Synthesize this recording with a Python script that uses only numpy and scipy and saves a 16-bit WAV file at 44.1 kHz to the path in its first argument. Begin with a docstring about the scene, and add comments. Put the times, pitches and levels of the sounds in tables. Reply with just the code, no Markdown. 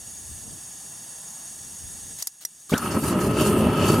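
"""Lighting a gas burner

Outdoors, over sandy ground, gas hisses from a steel pipe whose echoes reinforce evenly spaced overtones.
A lighter scrapes and clicks at its mouth. The gas catches with a whoomp, and the hot gas sweeps the
pipe's resonances upward. The turbulent flame then roars and flutters, the pipe howls,
and surges of hiss and thin whistles ride on top."""
import sys
import numpy as np
from scipy import signal
from scipy.fft import rfft, irfft
from scipy.io import wavfile
from scipy.ndimage import map_coordinates

SR = 44100
rng = np.random.default_rng(int(sys.argv[2]) if len(sys.argv) > 2 else 0)


def wav_record(signal):
    """Record a signal, one row per channel, as 16-bit PCM in the file named by sys.argv[1]."""
    frames = np.transpose(np.atleast_2d(signal))
    bounded = np.clip(frames, -1, 1)
    # unit amplitude maps onto the largest positive 16-bit level
    quanta = np.round(bounded * 32767).astype(np.int16)
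    wavfile.write(sys.argv[1], SR, quanta)


N = 176400
T = np.arange(N) / SR
HZ = np.maximum(np.fft.rfftfreq(N, 1 / SR), 1)

# Envelopes of the rumbling air, the far rush and the gas jet: t/s, level/dB
AIR_LEVEL = [(0, -51), (.2, -52), (.42, -50.5), (.48, -44), (.54, -44), (.6, -51.5), (.66, -53),
             (1.48, -54), (1.58, -51), (1.88, -50.5), (2.12, -50), (2.2, -56)]
FAR_LEVEL = [(0.0, -58), (1.43, -53), (1.48, -55.5), (2.04, -56.5), (2.15, -58.5)]
JET_LEVEL = [(0.0, -38.5), (0.1, -38.5), (0.43, -37.5), (0.45, -38.5), (2.16, -37), (2.17, -37)]
# Buffets of wind: peak t/s, half width/s, level/dB
BUFFETS = [(.08, 0.21, -54.5), (.3, 0.055, -43), (.47, 0.049, -51), (1.68, .06, -57), (1.87, 0.023, -39),
           (2.03, 0.094, -52)]
# Spectra of the air, far rush, buffets and jet: f/Hz, relative density/dB
AIR_SPECTRUM = [(40, -10), (100, -1.5), (165, 1), (240, -4), (370, -9), (600, -18), (900, -28)]
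FAR_SPECTRUM = [(350, -14), (600, -0.5), (810, 4), (1000, -0.5), (1500, -6), (2100, -12), (3000, -20)]
BUFFET_SPECTRUM = [(20, -18), (45, -9), (78, 1.5), (110, -8), (200, -20)]
JET_SPECTRUM = [(1400, -23), (1600, -24), (1740, -12), (2100, -25.5), (2400, -23), (2750, -17.5),
                (3200, -20), (3600, -14.5), (4100, -21), (4750, -12), (5050, -17), (5420, -14),
                (5630, -5.5), (5850, -19), (6100, -11), (6500, -1), (6800, -0.5), (7200, -13.5),
                (7750, -12), (7950, -12), (8330, 3), (8700, -10.5), (9050, -8.5), (9900, -12), (10250, 0),
                (10650, -16), (11150, -6.5), (11550, -21), (12000, -16), (13000, -23), (15000, -26),
                (15400, -22), (16000, -33)]
# The background drops away at the clicks and creeps back: t/s, gain/dB
BACKGROUND_DIP = [(2.222, -1.5), (2.235, -7), (2.27, -8.5), (2.285, -12.5), (2.42, -12), (2.47, -12),
                  (2.68, -9.5), (2.9, 1)]

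# Lighter scrapes: start t/s, duration/s, level/dB
SCRAPES = [(2.181, 0.047, -40.5), (2.406, 0.037, -45.5), (2.692, .03, -37)]
# Lighter impacts: t/s, level/dB, rebound delay/s, rebound gain/dB, T60/s, ring gain/dB
CLICKS = [(2.2238, -20, .0025, -10, 0.018, -24), (2.2715, -17.5, 0.0032, -18, 0.02, -22),
          (2.4504, -22.5, .0015, -2, 0.018, -2), (2.778, -22.5, 0.0016, -7, 0.028, -20)]
# Modes of the lighter's metal case: f/Hz, relative level/dB, T60/s
CASE_MODES = [(2000, -10.5, 0.028), (5450, -8, .035), (5750, 4.5, 0.033), (6200, -27, .025),
              (12200, -8, .02)]
# Spectra of friction and impact: f/Hz, relative density/dB
SCRAPE_SPECTRUM = [(300, -7), (1200, -3), (2400, -6), (3500, 0), (7000, 2), (11000, 1), (16000, -7)]
CLICK_SPECTRUM = [(200, -25), (800, -15.5), (2600, -21), (4500, -6.5), (5800, 2), (7200, 0), (9500, -4.5),
                  (11500, 2.5), (13500, -9), (16000, -19)]

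# Pressure puffs of the ignition: start t/s, duration/s, f/Hz, envelope peak/dB
PUFFS = [(2.7168, 0.0132, 194, -13.5), (2.7355, 0.0081, 215, -8)]
# Turbulent burst as the flame runs into the pipe: t/s, level/dB
BURST_LEVEL = [(2.69, -71), (2.697, -47), (2.714, -50), (2.721, -22.5), (2.741, -18.5), (2.748, -25.5),
               (2.76, -42), (2.8, -78)]
# Spectrum of that burst: f/Hz, relative density/dB
BURST_SPECTRUM = [(40, -3.5), (100, -1.5), (450, -0.5), (800, -10.5), (2000, -23), (5000, -27.5),
                  (15000, -37)]
# Pipe resonances swept by hot gas: t/s, lower f/Hz, lower level/dB, upper f/Hz, upper level/dB
PIPE_SWEEP = [(2.69, 1300, -67, 2000, -89), (2.7, 1249, -37, 2000, -68), (2.715, 1002, -66, 2000, -68),
              (2.731, 1154, -35, 2100, -32), (2.742, 1519, -26.5, 3050, -29.5),
              (2.749, 1548, -30.5, 3650, -41), (2.762, 1430, -30, 3750, -44),
              (2.78, 1305, -34.5, 3400, -51), (2.83, 1275, -40, 3000, -68), (2.9, 1270, -85, 2900, -90)]

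# Envelopes of the flame's five noise bands: t/s, level/dB
ROAR_LEVEL = [(2.76, -33), (2.79, -37), (2.86, -30.5), (2.93, -25.5), (2.972, -21.5), (3.015, -31.5),
              (3.06, -23.5), (3.11, -21.5), (3.135, -23), (3.17, -20), (3.22, -23), (3.25, -19),
              (3.275, -21.5), (3.3, -20.5), (3.335, -25), (3.38, -20.5), (3.42, -17), (3.45, -21.5),
              (3.49, -19), (3.56, -19.5), (3.61, -15.5), (3.655, -19.5), (3.7, -15.5), (3.73, -23),
              (3.79, -19.5), (3.92, -18), (4.0, -21.5)]
LOWER_HOWL_LEVEL = [(2.79, -35.5), (2.81, -42), (2.826, -32), (2.974, -31), (3.024, -43.5), (3.042, -31),
                    (3.368, -34), (3.372, -29), (3.594, -32), (3.602, -31), (3.638, -33), (3.882, -26.5),
                    (3.978, -31), (4.0, -31)]
UPPER_HOWL_LEVEL = [(2.8, -47.5), (2.876, -40), (3.036, -48), (3.064, -41.5), (3.344, -43), (3.404, -30.5),
                    (3.518, -38.5), (3.724, -38), (3.876, -30.5), (4.0, -40.5)]
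HISS_LEVEL = [(2.8, -44.5), (2.906, -44.5), (2.91, -36.5), (2.98, -47), (3.09, -35.5), (3.156, -48.5),
              (3.196, -46), (3.214, -39), (3.318, -49), (3.4, -35), (3.474, -35), (3.562, -52),
              (3.584, -41.5), (3.678, -54), (3.896, -32), (4.0, -44.5)]
SIZZLE_LEVEL = [(2.8, -43), (2.85, -41), (3.03, -40.5), (3.06, -34.5), (3.096, -31.5), (3.14, -47.5),
                (3.23, -37), (3.338, -47.5), (3.41, -32.5), (3.484, -34), (3.552, -40), (3.588, -37),
                (3.668, -45), (3.836, -41.5), (3.876, -32.5), (4.0, -41)]
# Spectra of those bands: f/Hz, relative density/dB
ROAR_SPECTRUM = [(25, -36), (45, -24), (70, -3.5), (150, -0.5), (230, 1.5), (300, -2.5), (350, -1.5),
                 (420, -2), (480, -15), (530, -9), (610, -7.5), (700, -20), (1000, -19.5)]
LOWER_HOWL_SPECTRUM = [(500, -27), (710, -9.5), (790, -1.5), (980, -0.5), (1190, -3.5), (1275, 10),
                       (1420, -7.5), (1540, -6.5), (1620, -6), (2100, -13.5), (2400, -11.5), (2800, -19)]
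UPPER_HOWL_SPECTRUM = [(2350, -15.5), (2620, 2), (2950, -0.5), (3300, -8), (3900, -17), (4400, -13)]
HISS_SPECTRUM = [(3500, -9), (4000, -5), (4500, 1), (5600, -3), (6800, 0), (7700, -1.5), (8600, -9)]
SIZZLE_SPECTRUM = [(7200, -19), (8200, -3.5), (9400, 3.5), (10600, 0), (12400, -2.5), (14000, -8),
                   (16000, -21)]
# Gliding whistles in the flame: start t/s, duration/s, initial f/Hz, final f/Hz, level/dB
WHISTLES = [(2.782, .08, 9160, 9780, -41), (2.84, .08, 9700, 8600, -41), (2.953, 0.058, 9800, 8700, -45),
            (2.958, .07, 10400, 10050, -49), (2.98, .07, 8600, 8000, -48), (3.19, .09, 10400, 9660, -47),
            (3.216, .1, 8700, 8900, -55), (3.465, 0.12, 9200, 8500, -47), (3.67, .17, 9240, 9300, -53)]

# Stereo width of each source: f/Hz, side minus mid level/dB
AIR_SIDE = [(40, 0.5), (200, -5.5), (500, -9.5), (900, -9), (2000, -1)]
JET_SIDE = [(1500, -16.5), (3500, -10), (4200, -8.5), (4600, -17), (5600, -24), (6100, -13), (6600, -14.5),
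            (7500, -6), (8300, -13), (9200, -4), (10200, -11.5), (11400, -9.5), (12500, -16), (15000, -22)]
LIGHTER_SIDE = [(300, -11), (1200, -11), (2500, -2), (4500, -4), (6500, -11), (9500, -8), (14000, -8)]
BURST_SIDE = [(60, -34), (300, -34), (700, -22), (2000, -9), (5000, -18), (14000, -13)]
FLAME_SIDE = [(50, -15), (130, -20), (250, -26.5), (500, -25), (800, -17), (1300, -10.5), (2400, -8),
              (6000, -7), (10000, -3), (15000, -2)]

LIT_S, CATCH_S = 2.735, 0.01   # when the flame takes hold, and how long it takes


def from_db(db):
    """Amplitude ratio: a factor of ten for every 20 dB."""
    return 10 ** (np.asarray(db) / 20)


def unit_rms(x):
    """Normalisation to unit mean power."""
    return x / np.sqrt(np.mean(x ** 2) + 1e-20)


def in_time(rows):
    """Linear interpolation of a table's columns at every sample."""
    times, *columns = np.transpose(rows)
    return [np.interp(T, times, column) for column in columns]


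def envelope(rows):
    """Amplitude that changes exponentially between (t/s, level/dB) points."""
    return from_db(in_time(rows)[0])


def response(points):
    """Magnitude response through (f/Hz, level/dB) points on a logarithmic frequency axis."""
    hz, db = np.transpose(points)
    return from_db(np.interp(np.log(HZ), np.log(hz), db))


def noise(spectrum, width, body=1):
    """Spectral shaping of white noise into unit-power stereo, falling steeply outside the band."""
    skirts = np.minimum(1, np.minimum(HZ / spectrum[0][0], spectrum[-1][0] / HZ)) ** 4
    mid, side = rfft(rng.standard_normal((2, N))) * response(spectrum) * skirts * body
    side = side * response(width)
    return unit_rms(irfft([mid + side, mid - side], N))


def drift(corner_hz):
    """Random fluctuation: low-pass noise of unit power."""
    return unit_rms(irfft(rfft(rng.standard_normal(N)) / (1 + (HZ / corner_hz) ** 2), N))


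def decay(start, t60):
    """Damping: a sudden onset, then a fall of 60 dB in each t60."""
    return (T >= start) * from_db(-60 * np.clip((T - start) / t60, 0, 4))


def resonance(hz, width_hz):
    """A resonance driven by turbulence wanders in amplitude and phase about its moving centre."""
    wander = drift(width_hz) + 1j * drift(width_hz)
    carrier = np.exp(2j * np.pi * np.cumsum(hz) / SR)
    return unit_rms(np.real(wander / np.sqrt(np.abs(wander)) * carrier))


def lit():
    """Onset of combustion: 0 while the gas is cold, 1 once it burns."""
    return np.clip((T - LIT_S) / CATCH_S, 0, 1)


def outdoors():
    """Pressure fluctuations of moving air: a rumble and buffets of wind, with a faint far rush."""
    air = envelope(AIR_LEVEL) * from_db(1.3 * drift(45)) * noise(AIR_SPECTRUM, AIR_SIDE)
    gusts = sum(from_db(db) / (1 + ((T - peak) / width) ** 2) for peak, width, db in BUFFETS)
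    wind = gusts * noise(BUFFET_SPECTRUM, AIR_SIDE)
    far_rush = envelope(FAR_LEVEL) * noise(FAR_SPECTRUM, AIR_SIDE)
    return air + wind + far_rush


def gas_jet(spacing_hz=210.4, round_trip_gain=0.49, lit_db=-17.5):
    """Reflections in the cold pipe comb-filter the jet noise, which weakens once the gas burns."""
    pipe = 1 / np.abs(1 - round_trip_gain * np.exp(-2j * np.pi * HZ / spacing_hz))
    gain = envelope(JET_LEVEL) * from_db(0.28 * drift(7.3) + lit_db * lit())
    return gain * noise(JET_SPECTRUM, JET_SIDE, body=pipe)


def lighter_scrapes(ramp_s=0.0052, grit_db=2.4):
    """Friction makes short strokes of noise with a gritty, uneven level."""
    strokes = sum(from_db(db) * np.clip(np.minimum(T - start, start + length - T) / ramp_s, 0, 1)
                  for start, length, db in SCRAPES)
    return strokes * from_db(grit_db * drift(300)) * noise(SCRAPE_SPECTRUM, LIGHTER_SIDE)


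def lighter_clicks(tail_db=-22.5, tail_t60=0.074):
    """Each impact rebounds once and excites the damped modes of the metal case."""
    crack = noise(CLICK_SPECTRUM, LIGHTER_SIDE)
    out = 0
    for start, db, gap, rebound_db, t60, ring_db in CLICKS:
        rebound = from_db(rebound_db) * decay(start + gap, t60)
        tail = from_db(tail_db) * decay(start, tail_t60)
        hit = decay(start, t60) + rebound + tail
        ring = sum(from_db(mode_db) * decay(start, mode_t60) * np.sin(2 * np.pi * hz * (T - start))
                   for hz, mode_db, mode_t60 in CASE_MODES)
        out += from_db(db) * (hit * crack + from_db(ring_db) * ring)
    return out


def ignition():
    """Pressure puffs and turbulence make the whoomp; hot gas raises two resonances of the pipe."""
    out = envelope(BURST_LEVEL) * noise(BURST_SPECTRUM, BURST_SIDE)
    for start, length, hz, db in PUFFS:
        swell = np.sin(np.pi * np.clip((T - start) / length, 0, 1))
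        out -= from_db(db) * swell * np.sin(2 * np.pi * hz * (T - start))
    lower_hz, lower_db, upper_hz, upper_db = in_time(PIPE_SWEEP)
    out += from_db(lower_db) * resonance(lower_hz, width_hz=180)
    out += from_db(upper_db) * resonance(upper_hz, width_hz=180)
    return out * (T > BURST_LEVEL[0][0])


def chirps(per_s=78, length_s=0.03, low_hz=7800, high_hz=12600, fall_hz_per_s=8000, base_db=-46.5):
    """Faint falling tones at random times; amplitude modulation roughens them and tracks the sizzle."""
    out = np.zeros(N + SR)
    t = np.arange(int(length_s * SR)) / SR
    swell = np.sin(np.pi * t / length_s)
    burn_s = T[-1] - LIT_S
    for when, pitch, strength in rng.random((int(per_s * burn_s), 3)):
        start = int((LIT_S + when * burn_s) * SR)
        hz = low_hz + pitch * (high_hz - low_hz) - fall_hz_per_s * t
        out[start:start + len(t)] += (0.5 + strength) * swell * np.sin(2 * np.pi * np.cumsum(hz) / SR)
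    sizzle_db, = in_time(SIZZLE_LEVEL)
    surge_db = sizzle_db - sizzle_db[T > LIT_S].mean()
    return from_db(base_db + surge_db + 4.1 * drift(120)) * out[:N]


def whistles():
    """Narrow-band turbulence is heard as pitch: each whistle swells, glides and fades."""
    out = 0
    for start, length, from_hz, to_hz, db in WHISTLES:
        progress = np.clip((T - start) / length, 0, 1)
        hz = from_hz + (to_hz - from_hz) * progress
        out += from_db(db) * np.sin(np.pi * progress) * resonance(hz, width_hz=70)
    return out


def hot_air_swirl(x, delay_s=0.0011, swing=0.065, echo_gain=0.54):
    """An echo through billowing hot air wanders in delay and interferes with the direct sound."""
    delay = delay_s * (1 + swing * drift(3.6))
    return np.array([ch + echo_gain * map_coordinates(ch, [(T - delay) * SR], order=3) for ch in x])


def flame(flutter_hz=57, roar_flutter_db=1.5, howl_flutter_db=0.8, hiss_flutter_db=1.34):
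    """Turbulent combustion: one flutter modulates the low roar, the hot pipe's howl and the hiss."""
    flutter = drift(flutter_hz)
    roar = from_db(roar_flutter_db * flutter) * noise(ROAR_SPECTRUM, FLAME_SIDE)
    roar = envelope(ROAR_LEVEL) * unit_rms(roar)
    howl = envelope(LOWER_HOWL_LEVEL) * noise(LOWER_HOWL_SPECTRUM, FLAME_SIDE)
    howl += envelope(UPPER_HOWL_LEVEL) * noise(UPPER_HOWL_SPECTRUM, FLAME_SIDE)
    howl *= unit_rms(from_db(howl_flutter_db * flutter + 1.1 * drift(170)))
    hiss = envelope(HISS_LEVEL) * noise(HISS_SPECTRUM, FLAME_SIDE)
    sizzle = envelope(SIZZLE_LEVEL) * noise(SIZZLE_SPECTRUM, FLAME_SIDE)
    treble = hot_air_swirl(hiss + sizzle)
    treble *= from_db(hiss_flutter_db * flutter + 0.55 * drift(250) - 0.5)
    return lit() * (roar + howl + treble)


def scene():
    """Superposition of gas, lighter, ignition and flame in the open air."""
    background = (gas_jet() + outdoors()) * envelope(BACKGROUND_DIP)
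    lighter = lighter_scrapes() + lighter_clicks()
    return background + lighter + ignition() + flame() + whistles() + chirps()


def record(dry, notch_width_hz=80, cutoff_hz=15900):
    """Filtering: five narrow notches, then a steep low-pass that cuts the highest treble."""
    for hz in (2500, 4000, 5000, 7500, 10000):
        dry = signal.lfilter(*signal.iirnotch(hz, hz / notch_width_hz, fs=SR), dry)
    return signal.sosfilt(signal.ellip(10, 0.2, 80, cutoff_hz, fs=SR, output="sos"), dry)


dry = scene()
out = record(dry)
wav_record(out)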